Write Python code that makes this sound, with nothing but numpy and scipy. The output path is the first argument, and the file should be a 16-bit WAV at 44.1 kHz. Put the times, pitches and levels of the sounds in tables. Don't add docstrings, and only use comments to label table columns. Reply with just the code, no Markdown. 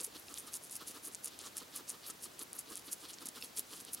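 import sys
import numpy as np
from scipy import signal
from scipy.fft import rfft, irfft
from scipy.io import wavfile

SR = 44100
rng = np.random.default_rng(int(sys.argv[2]) if len(sys.argv) > 2 else 0)


def pcm_store(signal):
    levels = np.round(np.clip(np.atleast_2d(signal), -1, 1) * 32767)
    wavfile.write(sys.argv[1], SR, levels.astype(np.int16).T)


N = 176400

# frequency_hz, gain_db
ROOM_TONE = [(22, -50), (38, -15), (80, -0.5), (140, -1), (290, 3.5), (450, 0), (700, -2), (1300, -3.5),
             (2200, -6), (4000, -5), (7000, -8), (11000, -10), (16000, -12)]
# frequency_hz, gain_db
ROOM_TONE_SIDE = [(25, -17), (50, -20), (110, -11), (200, -8.5), (380, -3), (700, 1), (1300, 0),
                  (2400, -2.5), (4400, -9), (8000, -7.5), (13000, -31)]
# start_s, peak_db
TOOTH_CLICKS = [(.002, -36.5), (0.2834, -38), (3.413, -41), (3.4244, -28.5)]
# pitch_hz, level_db, t60_s
TOOTH_MODES = [(2693, -2.5, 0.017), (3220, -13, 0.01), (3800, -5.5, 0.013), (4120, -2, 0.0078),
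               (5330, 0, 0.011)]
# centre_s, half_length_s, level_db, pitch_hz
BITES = [(0.012, 0.025, -49.5, 9200), (0.048, 0.036, -42, 10000), (0.182, 0.099, -61, 9540),
         (0.306, 0.07, -57.5, 9100), (0.387, 0.056, -47.5, 10300), (0.477, 0.026, -53, 9500),
         (0.551, 0.039, -42.5, 9900), (0.654, 0.064, -54, 9700), (0.728, 0.036, -48, 9300),
         (0.761, 0.032, -45.5, 9700), (0.894, 0.041, -46, 10000), (0.968, 0.076, -60.5, 9500),
         (1.064, 0.051, -46, 10040), (1.135, 0.038, -56.5, 8750), (1.254, 0.027, -42.5, 9500),
         (1.279, 0.016, -47, 8950), (1.413, 0.025, -54, 8300), (1.463, 0.049, -52, 8500),
         (1.583, 0.037, -45.5, 9000), (1.767, 0.039, -46, 9800), (1.902, 0.035, -43, 9350),
         (2.078, 0.042, -47, 11200), (2.104, 0.015, -43.5, 9200), (2.237, 0.04, -47, 9800),
         (2.401, 0.029, -51, 9900), (2.426, 0.024, -46, 10400), (2.559, 0.03, -51.5, 10900),
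         (2.596, 0.029, -46, 9800), (2.716, 0.05, -53, 9800), (2.775, 0.05, -51, 9500),
         (2.871, 0.059, -56.5, 9900), (2.93, 0.032, -41, 9600), (3.02, 0.075, -59.5, 9050),
         (3.1, 0.03, -53.5, 9600), (3.14, 0.02, -51.5, 8000), (3.219, 0.029, -55.5, 10600),
         (3.267, 0.017, -44.5, 9400), (3.29, 0.016, -50, 10100), (3.365, 0.04, -57, 9900),
         (3.435, 0.056, -50.5, 10300), (3.585, 0.035, -39.5, 9900), (3.745, 0.12, -54.5, 9600),
         (3.81, 0.019, -50.5, 10200), (3.939, 0.026, -40, 10300)]
# start_s, level_db, pitch_hz
TOUGH_FIBRES = [(.007, -22.5, 9100), (0.014, -25, 8950), (0.0462, -21.5, 8700), (.198, -30.5, 13000),
                (.3415, -24.5, 8300), (0.385, -31, 9000), (0.5411, -22.5, 7940), (0.558, -29, 9400),
                (0.638, -33, 9300), (.697, -34, 7700), (.712, -27, 10000), (0.755, -24.5, 9500),
                (0.883, -29, 8850), (1.0725, -27, 10100), (1.1479, -21, 8400), (1.1529, -27, 8250),
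                (1.245, -21.5, 9900), (1.2585, -24, 9500), (1.3905, -27, 8950), (1.569, -22, 10100),
                (1.581, -23, 9500), (1.7625, -21.5, 11400), (1.895, -21, 9300), (2.109, -40, 9600),
                (2.2423, -24.5, 8900), (2.393, -24.5, 9300), (2.531, -23.5, 9800), (2.591, -20, 11000),
                (2.756, -22.5, 9600), (2.777, -27.5, 10100), (2.923, -33, 9900), (2.9298, -18, 10700),
                (3.088, -34, 10000), (3.1858, -36.5, 5100), (3.257, -25, 10800), (3.2882, -22.5, 9400),
                (3.5723, -22, 9500), (3.586, -22, 10400), (3.595, -17, 10500), (3.85, -29, 9800),
                (3.933, -24, 9600)]
# frequency_hz, gain_db
SNAP_COLOUR = [(200, 7.5), (2000, 7.5), (4000, 6), (6500, 4), (8000, -2.5), (9700, 0.5), (11200, 1),
               (13200, -4), (16000, -2.5)]
# delay_s, gain_db
REFLECTIONS = [(.00043, -22), (.0011, -18)]
# start_s, level_db, pitch_hz
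JAW_THUMPS = [(.012, -50.5, 514), (0.075, -49.5, 445), (.61, -56, 620), (2.263, -54, 315),
              (2.416, -52, 295), (3.253, -49, 257), (3.283, -49.5, 256), (3.817, -52.5, 269)]
# centre_s, jaw_db, mouth_db, rasp_db
MOLAR_STROKES = [(0.018, -59, -64, -54.5), (0.162, -62.5, -60.5, -54), (0.318, -62, -59.5, -65),
                 (0.371, -71, -67, -56), (0.446, -66, -65, -61), (0.492, -66, -57.5, -63),
                 (0.56, -65, -66, -59.5), (0.76, -80, -73, -66), (0.823, -58.5, -55.5, -56),
                 (0.902, -62, -68, -57.5), (0.968, -60.5, -57, -56.5), (1.087, -60.5, -63.5, -67),
                 (1.275, -65.5, -66, -63), (1.335, -71, -73, -58), (1.412, -68, -79, -58.5),
                 (1.437, -77, -62, -60.5), (1.471, -64.5, -56.5, -56), (1.571, -71, -62, -61),
                 (1.623, -61.5, -60, -59.5), (1.754, -68, -63, -59), (1.799, -62, -56.5, -56.5),
                 (1.9, -75, -70, -67), (1.948, -63.5, -59.5, -62), (2.062, -82, -68, -55),
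                 (2.104, -60.5, -59, -55), (2.264, -64, -64, -60), (2.418, -59.5, -59.5, -53.5),
                 (2.557, -66, -61, -62), (2.692, -67, -72, -61.5), (2.725, -59.5, -54.5, -55.5),
                 (2.775, -77, -68, -58), (2.887, -60.5, -65.5, -59), (3.046, -60, -60, -58.5),
                 (3.105, -88, -70, -55.5), (3.227, -58.5, -60.5, -58.5), (3.275, -80, -70, -59.5),
                 (3.375, -61, -57, -57), (3.445, -60.5, -64, -57), (3.591, -61, -64, -52),
                 (3.736, -60, -59.5, -53.5), (3.799, -68, -68, -57.5), (3.89, -61.5, -66, -58.5),
                 (3.99, -68, -64.5, -64)]
# frequency_hz, gain_db
JAW_THUD = [(40, -35.5), (130, -22), (220, -6), (298, 2.5), (370, -5), (470, -0.5), (640, -28), (1000, -18),
            (2500, -57.5)]
# frequency_hz, gain_db
MOUTH_RING = [(300, -21), (700, -15), (1000, -9), (1150, -2.5), (1280, 0.5), (1460, -9.5), (1850, -11),
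              (2500, -34), (6000, -18)]
# frequency_hz, gain_db
MOLAR_RASP = [(800, -25), (2100, -7), (3100, 6), (4400, 7), (5400, 3), (7500, -7.5), (10000, -3.5),
              (16000, -26)]
# frequency_hz, gain_db
REVERB_COLOUR = [(30, -45), (120, -19), (350, -12.5), (700, -10), (1300, -29), (2500, -8), (5000, -17),
                 (9000, -24), (16000, -32)]

SNAP_RISE_S, TOP_HZ = .00014, 15900
FIBRE_SPREAD = dict(pitch_spread=.115, spread_db=3.6)
CELL_SPREAD = dict(pitch_spread=.25, spread_db=4)


def undb(db):
    return 10 ** (np.asarray(db) / 20)


def unit(x):
    return x / np.sqrt(np.mean(x ** 2) + 1e-20)


def colour(x, points):
    hz, db = np.array(points, float).T
    n = 2 * N
    bin_hz = np.arange(N + 1) * SR / n
    gain_db = np.interp(np.log(bin_hz + 1), np.log(hz), db)
    cepstrum = irfft(np.log(undb(gain_db)))
    cepstrum[1:N] *= 2
    cepstrum[N + 1:] = 0
    return irfft(rfft(x, n) * np.exp(rfft(cepstrum)))[..., :x.shape[-1]]


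def add(out, start_s, sound):
    i = int(start_s * SR)
    sound, i = sound[max(0, -i):], max(0, i)
    out[i:i + len(sound)] += sound[:max(0, N - i)]


def ring(t, hz, rise_s, phase=0):
    envelope = np.square(t / rise_s * np.exp(1 - t / rise_s))
    return envelope * np.sin(2 * np.pi * (np.minimum(hz, TOP_HZ) * t + phase))


def flutter(hz, depth_db, size=N):
    steps = rng.standard_normal(N // 100)
    return undb(depth_db * np.interp(np.arange(size) / SR * hz, np.arange(len(steps)), steps))


def room_tone(mid_db=-57.5):
    mid, side = (unit(colour(rng.standard_normal(N), ROOM_TONE)) for _ in range(2))
    return undb(mid_db) * (mid + colour(side, ROOM_TONE_SIDE) * np.array([[1], [-1]]))


def tooth_clicks():
    t, out = np.arange(SR // 20) / SR, np.zeros(N)
    click = sum(undb(db) * np.sin(2 * np.pi * (hz * t + rng.random())) * np.exp(-np.log(1000) * t / t60)
                for hz, db, t60 in TOOTH_MODES)
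    for start_s, peak_db in TOOTH_CLICKS:
        add(out, start_s, undb(peak_db) * click / np.abs(click).max())
    return out


def crackle(length_s, per_s, hz, pitch_spread, spread_db, max_snaps=600):
    slot = np.arange(min(max_snaps, int(length_s * per_s)))[:, None]
    late, phase, chance = rng.random((3, max_snaps))[:, slot]
    strength = undb(spread_db * np.sqrt(12) * (chance - .5))
    detune = np.clip(rng.standard_normal(max_snaps), -2, 2)[slot]
    samples = np.arange(56)
    snaps = strength * ring(samples / SR, hz * np.exp(pitch_spread * detune), SNAP_RISE_S, phase)
    onsets = ((slot + late) / per_s * SR).astype(int)
    return np.bincount((onsets + samples).ravel(), snaps.ravel())


def jaw_press(burst, width):
    clumps = flutter(hz=85, depth_db=4, size=len(burst))
    bell = np.exp(-.5 * (np.linspace(-1, 1, len(burst)) / width) ** 2)
    return unit(burst * clumps * bell) / np.sqrt(2)


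def with_reflections(direct):
    out = direct.copy()
    for delay_s, db in REFLECTIONS:
        add(out, delay_s, undb(db) * direct)
    return out


def biting():
    out = np.zeros(N)
    for centre_s, half_s, db, hz in BITES:
        fibres = crackle(2 * half_s, per_s=460, hz=hz, **FIBRE_SPREAD)
        juicy_cells = crackle(2 * half_s, per_s=1700, hz=hz, **CELL_SPREAD)
        add(out, centre_s - half_s, undb(db - 2) * jaw_press(fibres, width=.32))
        add(out, centre_s - half_s, undb(db - 6.5) * jaw_press(juicy_cells, width=.42))
    for start_s, db, hz in TOUGH_FIBRES:
        add(out, start_s, undb(db - 1.5) * ring(np.arange(SR // 1000) / SR, hz, SNAP_RISE_S))
    usual_hz = np.mean([bite[-1] for bite in BITES])
    wet_ticks = crackle(N / SR, per_s=130, hz=usual_hz, **CELL_SPREAD)
    add(out, 0, undb(-72) * unit(wet_ticks))
    return with_reflections(colour(out, SNAP_COLOUR))


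def jaw_thumps():
    out = np.zeros(N)
    for start_s, db, hz in JAW_THUMPS:
        add(out, start_s, undb(db) * ring(np.arange(SR // 20) / SR, hz, rise_s=.0042))
    return out


def swell(centre_s, rise_s, fall_s):
    t = np.arange(N) / SR - centre_s
    distance = t / np.where(t < 0, rise_s, fall_s)
    return np.exp(-.5 * distance ** 2) * (np.abs(distance) < 4)


def slips(centres_s, levels_db, resonance, rise_s=.014, fall_s=.0097, per_s=2200, spread_db=3.5):
    effort = sum(undb(db) * swell(at, rise_s, fall_s) for at, db in zip(centres_s, levels_db))
    slipping = rng.random(N) < per_s / SR
    strength = undb(spread_db * np.clip(rng.standard_normal(N), -2, 2))
    impulses = slipping * strength * rng.choice([-1, 1], N)
    return effort * unit(colour(impulses, resonance))


def grinding():
    centres_s, jaw_db, mouth_db, rasp_db = np.array(MOLAR_STROKES).T
    thud = slips(centres_s, jaw_db + 3, JAW_THUD)
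    mouth = slips(centres_s, mouth_db + 4.5, MOUTH_RING)
    rasp = slips(centres_s, rasp_db, MOLAR_RASP, rise_s=.024, fall_s=.01)
    rasp *= flutter(hz=117, depth_db=4)
    lean_right = undb([[-2.25], [2.25]])
    return thud * lean_right + mouth + rasp


def reverberation(source, t60_s=.3):
    t = np.arange(SR // 2) / SR
    tail = rng.standard_normal((2, len(t))) * np.exp(-np.log(1000) * t / t60_s)
    tail /= np.sqrt(np.sum(tail ** 2, axis=1, keepdims=True))
    return signal.fftconvolve(colour(source, REVERB_COLOUR)[None], tail, axes=1)[:, :N]


def scene():
    chewing = biting() + tooth_clicks() + grinding() + jaw_thumps()
    return chewing + reverberation(chewing.mean(axis=0)) + room_tone()


def record(dry):
    return signal.sosfilt(signal.ellip(12, .1, 80, TOP_HZ, fs=SR, output="sos"), dry)


dry = scene()
out = record(dry)
pcm_store(out)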